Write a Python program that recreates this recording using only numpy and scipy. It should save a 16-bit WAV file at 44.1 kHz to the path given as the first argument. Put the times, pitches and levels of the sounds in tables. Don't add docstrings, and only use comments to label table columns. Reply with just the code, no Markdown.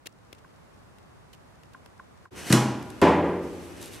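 import sys
import numpy as np
from scipy import signal
from scipy.fft import rfft, irfft, next_fast_len
from scipy.io import wavfile
from scipy.ndimage import map_coordinates

SR = 44100
rng = np.random.default_rng(int(sys.argv[2]) if len(sys.argv) > 2 else 0)


def wav_record(signal):
    frames = np.transpose(np.atleast_2d(signal))
    bounded = np.clip(frames, -1, 1)
    quanta = np.round(bounded * 32767).astype(np.int16)
    wavfile.write(sys.argv[1], SR, quanta)


N = 176400
INDOORS_S = 2.305

# (pitch [Hz], likeness [-1 to 1])
OUTDOOR_LIKENESS = [(45, 1), (100, 0.063), (200, -0.15), (450, -0.2), (900, -0.061), (1800, 0.22),
                    (3400, -0.42), (7000, 0.2)]
# (pitch [Hz], level [dB])
CRACK_TONE = [(200, -30), (1500, 4.5), (3000, 2), (9000, 2.5), (12500, -2), (15500, -26)]


def amp(db):
    return 10 ** (np.asarray(db) / 20)


def unit(x):
    return x / np.sqrt(np.mean(x ** 2) + 1e-20)


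def along(points, hz):
    f, v = np.transpose(points)
    return np.interp(np.log(hz + 1), np.log(f + 1), v)


def since(s):
    return np.maximum(np.arange(N) / SR - s, 0)


def envelope(s, attack, hold, fade):
    return np.minimum(since(s) / max(attack, 1e-5), 1) * amp(-60 * since(s + hold) / fade)


def random_curve(steps):
    return map_coordinates(rng.standard_normal(N // 16), [steps], mode="wrap")


def wobble(rate):
    return random_curve(np.arange(N) * rate / SR)


def filtered(x, response):
    size = next_fast_len(N + 8192)
    return irfft(rfft(x, size) * response(np.fft.rfftfreq(size, 1 / SR)), size)[..., :N]


def noise(tone, likeness=None, lean=None):
    # (pitch [Hz], likeness [-1 to 1])
    room_likeness = [(30, .8), (80, 0.98), (400, 1), (900, .965), (1800, 0.93), (3400, 1), (6500, 0.72),
                     (12000, 0.23)]
    # (pitch [Hz], left over right [dB])
    room_lean = [(100, 0.5), (500, 0), (4000, -0.5), (12000, 1)]
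    hz = np.fft.rfftfreq(N, 1 / SR)
    width = np.arccos(np.clip(along(likeness or room_likeness, hz), -1, 1)) / 2
    spectrum = rfft(rng.standard_normal((2, N))) * amp(along(tone, hz))
    mid, side = spectrum * [np.cos(width), np.sin(width)]
    tilt = amp(along(lean or room_lean, hz) / 2)
    return unit(irfft(np.array([(mid + side) * tilt, (mid - side) / tilt]), N))


def resonate(x, spacing_hz, full_hz):
    def ripple(hz):
        return amp(2.5 * random_curve(hz / spacing_hz) * np.clip(hz / full_hz, 0, 1))
    return unit(filtered(x, ripple))


def wash(s, tone, fades, attack):
    dense = resonate(noise(tone), spacing_hz=27.99, full_hz=900)
    hz, t, spectrum = signal.stft(dense, SR, nperseg=512)
    decay = amp(-60 * np.maximum(t - s, 0) / along(fades, hz)[:, None])
    tail = signal.istft(spectrum * decay, SR, nperseg=512)[1]
    return tail[:, :N] * np.minimum(since(s) / attack, 1)


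def ring(blows, notes, waver, attack=0.0031):
    start = round(blows[0][0] * SR)
    t = np.arange(start, N) / SR
    elapsed = t - t[0]
    ages = [(np.maximum(t - s, 0), db) for s, db in blows]
    out = 0
    for (hz, note_db, fade), chance in zip(notes, rng.standard_normal((len(notes), 64))):
        energy = sum((np.minimum(age / attack, 1) * amp(db - 60 * age / fade)) ** 2 for age, db in ages)
        drift = waver * map_coordinates(chance, [18 * elapsed], mode="wrap")
        phase = 2 * np.pi * hz * elapsed + np.pi * chance[-1] + drift
        out += amp(note_db) * np.sqrt(energy) * np.sin(phase)
    return np.pad(out, (start, 0))


def air():
    # (pitch [Hz], level [dB])
    tone = [(15, -58), (25, -28), (30, -17), (43, -4.5), (113, -1.5), (233, -7), (297, -9.5), (1110, -13.5),
            (3000, -27.5), (3630, -28.5), (4040, -29.5), (10100, -36.5), (13900, -44.5), (15500, -52)]
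    swell_db = -4 * np.maximum(1 - since(0) / 0.47, 0)
    hush = noise(tone, OUTDOOR_LIKENESS, lean=[(100, -0.53), (5000, -0.55)])
    return amp(-53 + swell_db + 0.19 * wobble(7.55)) * hush


def patter(per_second=30):
    # (pitch [Hz], level [dB])
    tone = [(500, -25), (2500, -8), (5300, 0), (8000, -4), (12000, -12), (15500, -25)]
    drops = sum(amp(-73 + 13 * size ** 2) * envelope(when * INDOORS_S, 0.0005, 0, fade=0.017)
                for when, size in rng.random((int(per_second * INDOORS_S), 2)))
    return drops * noise(tone, OUTDOOR_LIKENESS)


def ticks(ping_hz=2750):
    # (time [s], level [dB], length [s], left over right [dB], bump level [dB])
    hits = [(0.058, -42.5, 0.013, 1.5, -45), (0.069, -38, 0.0033, 8.5, -68),
            (0.3282, -40.5, 0.0022, 4, -43), (0.348, -58, .002, 9, -60), (0.382, -61.5, 0.011, 6, -68),
            (0.984, -55, 0.0024, 7, -73), (1.3304, -50, 0.0072, -1, -56), (1.341, -58, 0.01, -6, -70),
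            (1.634, -52, 0.0018, -1, -65), (1.733, -56, 0.0051, 0, -66), (1.860, -48, 0.0017, -2, -48)]
    # (pitch [Hz], level [dB])
    scratch_tone = [(100, -8), (500, -2), (1200, -8.5), (3000, 0), (5000, -7.5), (11000, -13.5),
                    (15500, -19)]
    bump_tone = [(40, -6), (150, -1), (550, 4), (1000, -9), (2000, -5.5), (6000, -32), (15500, -60)]
    grit = noise(scratch_tone, likeness=[(300, 0.27), (8000, 0.13)])
    dull = noise(bump_tone)
    out = 0
    for s, db, length, pan, bump_db in hits:
        scratch = grit * envelope(s, 0.00033, length, fade=0.011)
        ping = envelope(s, 0.001, length, fade=0.04) * np.sin(2 * np.pi * ping_hz * since(s))
        out += amp(db + np.array([[pan], [-pan]]) / 2) * (scratch + amp(-16) * ping)
        out += amp(bump_db) * dull * envelope(s, 0.00069, 0.0016, fade=0.023)
    return out


def drips(plink_hz=1495, plink_s=0.00323, tail_hz=1048):
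    # (time [s], level [dB])
    drops = [(.4454, -47.5), (1.7466, -40.5), (1.9963, -39), (2.2548, -41)]
    out = 0
    for s, db in drops:
        plink = envelope(s, 0.0003, plink_s, fade=0.002) * np.sin(2 * np.pi * plink_hz * since(s))
        after = s + plink_s
        tail = envelope(after, 0.0001, 0, fade=0.046) * np.sin(2 * np.pi * tail_hz * since(after))
        out += amp(db) * (plink + amp(0.5) * tail)
    return out


def fire():
    # (pitch [Hz], level [dB])
    tone = [(25, -28), (55, -4), (95, -3.5), (150, -11), (250, -7.5), (360, -8.5), (650, -15.5),
            (1500, -20), (4000, -30), (12000, -38), (15500, -51)]
    # (pitch [Hz], likeness [-1 to 1])
    likeness = [(40, 0.77), (100, 0.21), (220, 0.14), (370, 0.26), (700, 0.031), (2000, .05), (10000, .1)]
    # (pitch [Hz], level [dB])
    notes = [(101, -55), (366, -56)]
    drone = sum(amp(db + 3.7 * wobble(3.5)) * np.sin(2 * np.pi * hz * since(0) + 2.2 * wobble(14))
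                for hz, db in notes)
    return amp(-45.5) * noise(tone, likeness) + drone


def rustle():
    # (start [s], end [s], level [dB])
    rubs = [(2.343, 2.473, -41), (2.456, 2.537, -35.5), (2.801, 3.05, -59.5), (3.4, 3.778, -54),
            (3.758, 4.05, -50.5)]
    # (pitch [Hz], level [dB])
    tone = [(60, -14), (150, 9.5), (400, 6.5), (1000, 1), (2500, 1.5), (5000, -4.5), (9000, -6.5),
            (12500, -10), (15500, -32)]
    # (pitch [Hz], likeness [-1 to 1])
    likeness = [(100, 0.81), (900, 0.97), (1800, 0.97), (3400, 1), (7000, .65), (12000, 0.3)]
    strokes = sum(amp(db) * envelope(start, 0.049, end - start, fade=0.1) for start, end, db in rubs)
    grains = noise(tone, likeness) * amp(0.5 * wobble(700) + 0.73 * wobble(35.03))
    return strokes * resonate(grains, spacing_hz=130, full_hz=2000)


def swishes():
    # (time [s], level [dB], length [s])
    scrapes = [(2.362, -67, 0.036), (2.463, -43, 0.044), (3.413, -67, .04), (3.624, -58, 0.056),
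               (3.804, -48, 0.076), (3.913, -48.5, 0.051)]
    # (pitch [Hz], level [dB])
    tone = [(100, -31), (1200, -12), (3000, 3), (5000, -2), (8500, -3), (12000, -1), (15500, -19)]
    strokes = sum(amp(db) * envelope(s, 0.01, length, fade=0.11) for s, db, length in scrapes)
    grains = noise(tone) * amp(3.5 * wobble(500))
    return strokes * resonate(grains, spacing_hz=130, full_hz=2000)


def snaps():
    # (time [s], level [dB], length [s])
    breaks = [(2.4995, -31, 0.00049), (2.517, -28, .001), (2.5248, -15, 0.0029), (2.528, -19, 0.00067),
              (2.8257, -45, 0.0019), (2.902, -43.5, 0.0021), (3.8148, -42, 0.0017), (3.825, -40.5, 0.0037)]
    crack, echo = noise(CRACK_TONE), amp(-16) * noise(CRACK_TONE)
    out = 0
    for s, db, length in breaks:
        out += amp(db) * crack * envelope(s, 0.0005, length, fade=0.013)
        out += amp(db) * echo * envelope(s, 0.011, 0, fade=0.19)
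    return out


def log_knocks():
    # (time [s], boom level [dB], clack level [dB])
    knocks = [(2.501, -21, -28.5), (2.528, -17, -20.5)]
    # (pitch [Hz], level [dB], fade [s])
    boom_notes = [(127, 1, 0.66), (162, -4, 0.32), (181, -13, 0.31), (213.7, -2, 0.62), (252, -9, 0.87),
                  (273, -15, 0.45), (318, -10.5, 1), (350.6, -7.5, 0.47), (474, -20.5, 1)]
    log_notes = [(828, 1, 0.72), (981, 2, 0.95), (1418, -4.5, 1.08), (2159, -11, 0.64), (2930, 2.5, 0.24),
                 (3360, -10, 0.7), (4070, -4, 0.34), (4678, -20, 0.43), (5330, -4, 0.34), (6422, -14, 0.4),
                 (6400, -25, 0.71), (7200, 0.5, 0.29)]
    # (pitch [Hz], level [dB])
    boom_tone = [(40, -40), (85, -12), (130, -7), (220, 4.5), (360, -5), (460, -11.5), (900, -19),
                 (3000, -56), (15500, -80)]
    clack_tone = [(30, -27), (80, -20), (130, -2.5), (300, 3.5), (450, -7.5), (1000, -6.5), (1400, -10.5),
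                  (2700, -13.5), (3800, -18.5), (5500, -15.5), (8500, -19), (12000, -24.5), (15500, -59)]
    # (pitch [Hz], fade [s])
    room_fades = [(80, 0.68), (260, .95), (700, 0.91), (1800, 0.75), (4800, 0.6), (12800, 0.42)]
    boom = ring([(s, db) for s, db, _ in knocks], boom_notes, waver=0.33)
    logs = sum(ring([(s, db - 13.5)], log_notes, waver=2.76) for s, _, db in knocks)
    room = 0
    for s, boom_db, clack_db in knocks:
        room += amp(boom_db - 7.5) * wash(s, boom_tone, room_fades, attack=0.0028)
        room += amp(clack_db) * wash(s, clack_tone, room_fades, attack=0.0011)
    return boom + logs + room


def stove_door(rest_s=3.47):
    # (time [s], ring level [dB], thud level [dB])
    hits = [(3.0156, -30.5, -20), (3.0198, -21.5, -16.5), (3.08, -29.5, -26), (3.244, -33, -36)]
    # (pitch [Hz], level [dB], fade [s])
    notes = [(85.6, -9, 1.44), (174, -4, 1.29), (263.7, -4.5, 0.91), (287, -5.5, 1.4), (344, -4.5, 1.69),
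             (390.7, 1, 1.03), (477, -3.5, 1.3), (580, -7.5, 1.33), (666, -4, 0.74), (892.4, -5, 0.32),
             (1071, -14, 0.75), (1210, -15.5, 1.35), (1388, -18, 0.8), (1693, -9.5, 0.42)]
    # (pitch [Hz], level [dB])
    tone = [(30, -20), (55, -35), (80, -7.5), (140, -0.5), (300, 4.5), (580, -0.5), (720, -4), (950, 1.5),
            (1300, -11), (2000, -11), (3000, -17), (4200, -25.5), (7500, -33), (12000, -40.5), (15500, -65)]
    # (pitch [Hz], fade [s])
    fades = [(70, 0.51), (170, 1.05), (400, 1.45), (900, 0.97), (2000, 0.89), (4000, 0.56), (8000, 0.46),
             (13000, 0.36)]
    latch = amp(-26.5) * noise(CRACK_TONE) * envelope(hits[0][0], 0.0004, 0, fade=0.014)
    iron = ring([(s, db) for s, db, _ in hits], notes, waver=0.69)
    thuds = 0
    for s, _, db in hits:
        thud = wash(s, tone, fades, attack=0.0013)
        rattle = amp(-1) * noise(tone) * envelope(s, 0.0006, 0, fade=0.046)
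        thuds += amp(db) * (thud + rattle)
    settle = amp(-1.5 * np.minimum(since(rest_s) / 0.021, 1))
    return latch + (iron + thuds) * settle


def scene():
    fade_out = np.clip((INDOORS_S - since(0)) / 0.063, 0, 1)
    fade_in = np.minimum(since(INDOORS_S) / 0.029, 1)
    outdoors = air() + patter() + ticks() + drips()
    indoors = fire() + rustle() + swishes() + snaps() + log_knocks() + stove_door()
    return fade_out * outdoors + fade_in * indoors


def record(dry, low_hz=57, top_hz=15750):
    thin = signal.sosfilt(signal.butter(2, low_hz, "high", fs=SR, output="sos"), dry)
    return filtered(thin, lambda hz: hz < top_hz)


dry = scene()
out = record(dry)
wav_record(out)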